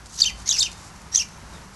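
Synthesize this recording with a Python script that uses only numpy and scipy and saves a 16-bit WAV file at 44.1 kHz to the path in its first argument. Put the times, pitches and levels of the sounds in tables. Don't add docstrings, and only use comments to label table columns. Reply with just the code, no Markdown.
import sys
import numpy as np
from scipy import signal
from scipy.fft import rfft, irfft
from scipy.io import wavfile
from scipy.ndimage import uniform_filter1d

SR = 44100
rng = np.random.default_rng(int(sys.argv[2]) if len(sys.argv) > 2 else 0)


def waveform_to_disk(signal):
    frames = np.transpose(np.atleast_2d(signal))
    scaled = np.clip(frames, -1, 1) * 32767
    samples = np.round(scaled).astype(np.int16)
    wavfile.write(sys.argv[1], SR, samples)


N = 77175

# frequency in Hz, relative level in dB.
AIR_COLOUR = [(20, -15), (35, -17.5), (53, 5), (72, -4.5), (100, -5.5), (130, -8), (180, -6), (260, -15.5),
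              (450, -19), (650, -20), (880, -14.5), (1300, -17), (2000, -22.5), (3500, -29), (6000, -25),
              (8500, -32.5), (11500, -35.5)]
# centre in seconds, half length in seconds, level in dB.
THUMP_AND_SWELLS = [(0.358, 0.048, -42.5), (1.45, .025, -46.5), (1.58, .06, -48.5)]
# frequency in Hz, relative level in dB.
RUMBLE_COLOUR = [(25, -14), (52, 3.5), (100, -9.5), (180, -12), (300, -18.5), (900, -36), (3000, -73)]

# frequency in Hz, relative level in dB.
LITTER_COLOUR = [(1500, -40), (3000, -6.5), (4500, 4), (7000, 6), (9000, -1.5), (11500, -8.5)]
# centre in seconds, half length in seconds, level in dB.
RUSTLES = [(0.093, 0.04, -50), (0.155, 0.027, -41), (0.403, 0.04, -49), (0.806, 0.044, -50),
           (0.874, 0.027, -49), (0.97, 0.033, -56), (1.537, .02, -61), (1.745, 0.012, -51)]
# start in seconds, level in dB.
TICKS = [(0.059, -40), (0.716, -35), (.729, -39.5), (.778, -46), (1.017, -43), (1.286, -43), (1.536, -48)]

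# time in seconds, pitch in Hz, level of the fundamental in dB, level of the overtones in dB.
CHIRP_1 = [(0.178, 1865, -59, -36.5), (0.198, 2178, -56, -33.5), (0.205, 2344, -54, -22),
           (0.21, 3128, -28.5, -11), (0.215, 4157, -31, -35), (0.2205, 4736, 0.5, -66),
           (0.226, 3700, -25.5, -23.5), (0.239, 3685, -16.5, -28), (0.245, 2320, -40, -21),
           (0.252, 2618, -28, -51), (0.259, 3125, -20.5, -16.5), (0.277, 3052, -20.5, -27.5),
           (0.29, 2573, -31, -39), (0.305, 1937, -39, -33)]
CHIRP_2 = [(0.458, 2060, -48, -39), (0.47, 2105, -45.5, -34), (0.487, 2277, -45, -25),
           (0.492, 3100, -36, -8.5), (0.496, 3697, -20.5, -26), (0.503, 3963, -19.5, -29.5),
           (0.512, 3060, -33.5, -9.5), (0.519, 3610, -13.5, -32), (0.526, 2363, -56, -19.5),
           (0.534, 2863, -36, -23.5), (0.555, 2774, -31.5, -26), (0.572, 2242, -36.5, -33)]
CHIRP_3 = [(0.565, 1774, -49, -28), (0.582, 2444, -41, -23.5), (0.591, 2575, -50, -16),
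           (0.597, 3512, -28, -11), (0.602, 3936, -27, -27.5), (0.607, 4604, -11, -30.5),
           (0.613, 3616, -21.5, -17.5), (0.624, 3706, -11.5, -35), (0.629, 2315, -43, -11.5),
           (0.636, 2950, -30.5, -22), (0.645, 3166, -33, -32), (0.664, 2792, -24.5, -31.5),
           (0.678, 2330, -37, -40)]
CHIRP_4 = [(1.124, 1850, -46, -32), (1.135, 1881, -44, -31), (1.142, 1890, -41, -23),
           (1.151, 2020, -43, -12.5), (1.155, 2290, -39.5, -31.5), (1.16, 3110, -36, -1),
           (1.164, 3470, -27.5, -36), (1.169, 3720, -33, -23.5), (1.18, 3070, -34, -13),
           (1.188, 3333, -27, -20), (1.194, 2110, -46, -24), (1.199, 2725, -27, -14),
           (1.209, 2908, -31.5, -19.5), (1.22, 2680, -28, -27.5), (1.231, 2070, -46, -33)]
FAR_CHIRP = [(1.514, 3940, -61, -75), (1.535, 3805, -55, -65), (1.565, 3620, -53, -70),
             (1.585, 3490, -61, -69)]
# curve, jitter on low notes as a share of pitch, base level of the
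# rasp in dB, start of the closing warble in seconds, its depth as a share of pitch.
NEAR_CHIRPS = [(CHIRP_1, .035, -26, .274, 0.038), (CHIRP_2, .035, -29, .535, .06),
               (CHIRP_3, 0.023, -30.5, .65, 0.059), (CHIRP_4, 0.0085, -34.5, 1.202, 0.054)]
# frequency in Hz, relative level in dB.
THROAT_COLOUR = [(3000, -3), (4000, -20.5), (4700, 2.5), (6200, 0.5), (7300, -4), (8300, -19), (10000, -27),
                 (11300, -19.5), (14000, -43)]
# frequency in Hz, relative level in dB.
RASP_COLOUR = [(700, -56), (1700, -20), (2600, -23), (3800, -7.5), (4800, -4.5), (6300, 0.5), (7400, -15.5),
               (8600, -20), (10000, -23), (11500, -20)]

# delay in seconds, time to fall 60 dB in seconds, base level in dB.
YARD_ECHOES = [(.003, 0.124, -8.5), (0.02, .45, -21.5)]
# frequency in Hz, gain in dB.
ECHO_COLOUR = [(2000, 7.5), (2800, 2), (3600, 1.5), (4400, 0), (6000, -3.5), (9000, 7), (11500, 5.5)]


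def undb(db):
    return 10 ** (np.asarray(db) / 20)


def colour_at(hz, colour):
    points_hz, db = np.array(colour, float).T
    return undb(np.interp(np.log(np.maximum(hz, 1)), np.log(points_hz), db))


def tint(sound, colour):
    return irfft(rfft(sound) * colour_at(np.arange(N // 2 + 1) * SR / N, colour), N)


def noise(colour):
    coloured = tint(rng.standard_normal(N), colour)
    return coloured / coloured.std()


def waver(per_second):
    hold = int(SR / per_second)
    steps = np.repeat(rng.standard_normal(N // hold + 1), hold)[:N]
    smooth = uniform_filter1d(uniform_filter1d(steps, hold), hold)
    return smooth / smooth.std()


def swells(t, rows):
    return sum(undb(db) * np.exp(-((t - centre) / half_length) ** 2) for centre, half_length, db in rows)


def distant_air(level_db=-42.5, waver_db=1.12):
    return noise(AIR_COLOUR) * undb(level_db + waver_db * waver(per_second=7.9))


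def dry_litter(t, tick_decay_s=0.0045, grain_db=2.5):
    ticks = sum(undb(db) * (t >= start) * np.exp(-abs(t - start) / tick_decay_s) for start, db in TICKS)
    rustles = swells(t, RUSTLES) * undb(grain_db * waver(per_second=310))
    return noise(LITTER_COLOUR) * (ticks + rustles)


def throat_overtones(pitch, phase, step_db=-3):
    harmonic = np.arange(2, 6)[:, None]
    hz = harmonic * pitch
    weights = colour_at(hz, THROAT_COLOUR) * undb(step_db * harmonic) * (hz < SR / 2)
    return (weights * np.sin(harmonic * phase)).sum(0) / np.sqrt((weights ** 2).sum(0))


def bird_chirp(t, curve, jitter, rasp_db, warble_start_s, warble_depth):
    attack_s, release_s, glide_s, level_smoothing_s = 0.017, 0.0054, 0.0017, 0.0022
    warble_hz, warble_db, warble_rise_s = 173.8, 3, 0.0051
    clear_hz, least_roughness, flutter_db = 2710, 0.28, 3
    times, hz, tone_db, overtone_db = np.array(curve, float).T
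    gate = np.clip(.5 + np.minimum((t - times[0]) / attack_s, (times[-1] - t) / release_s), 0, 1)
    warble_age = t - warble_start_s
    warble = np.sin(2 * np.pi * warble_hz * warble_age + .5 * waver(per_second=100))
    warble *= np.clip(warble_age / warble_rise_s, 0, 1)
    glide = uniform_filter1d(np.interp(t, times, hz), int(glide_s * SR))
    pitch = glide * (1 + warble_depth * warble)
    roughness = least_roughness + (1 - least_roughness) / (1 + (pitch / clear_hz) ** 12)
    jittered_pitch = pitch * (1 + jitter * roughness * waver(per_second=900))
    phase = 2 * np.pi * np.cumsum(jittered_pitch) / SR

    def envelope(db):
        return uniform_filter1d(undb(np.interp(t, times, db)), int(level_smoothing_s * SR))

    def flutter():
        return undb(flutter_db * roughness * waver(per_second=400) + warble_db * warble)

    tone = envelope(tone_db) * np.sin(phase)
    overtones = envelope(overtone_db) * throat_overtones(pitch, phase)
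    rasp = envelope(rasp_db + 0.63 * (overtone_db + 25)) * roughness * noise(RASP_COLOUR)
    return gate * (flutter() * tone + flutter() * (overtones + rasp))


def yard_echo(t, sound):
    response = np.zeros(N)
    for delay, t60, db in YARD_ECHOES:
        tail = rng.standard_normal(N) * (t > delay) * np.exp(-np.log(1000) * t / t60)
        response += undb(db) * tail / np.linalg.norm(tail)
    return signal.fftconvolve(tint(sound, ECHO_COLOUR), response)[:N]


def thump_and_swells(t):
    return noise(RUMBLE_COLOUR) * swells(t, THUMP_AND_SWELLS)


def far_bird(t):
    return bird_chirp(t, FAR_CHIRP, jitter=.1, rasp_db=-35, warble_start_s=1.56, warble_depth=0.026)


def scene():
    t = np.arange(N) / SR
    near = sum(bird_chirp(t, *row) for row in NEAR_CHIRPS)
    far = far_bird(t)
    echoes = yard_echo(t, near + undb(9.5) * far)
    mix = distant_air() + thump_and_swells(t) + dry_litter(t) + near + far + echoes
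    return np.array([mix, mix])


def record(dry, top_hz=11650):
    return signal.sosfilt(signal.ellip(10, .2, 80, top_hz, fs=SR, output="sos"), dry)


dry = scene()
out = record(dry)
waveform_to_disk(out)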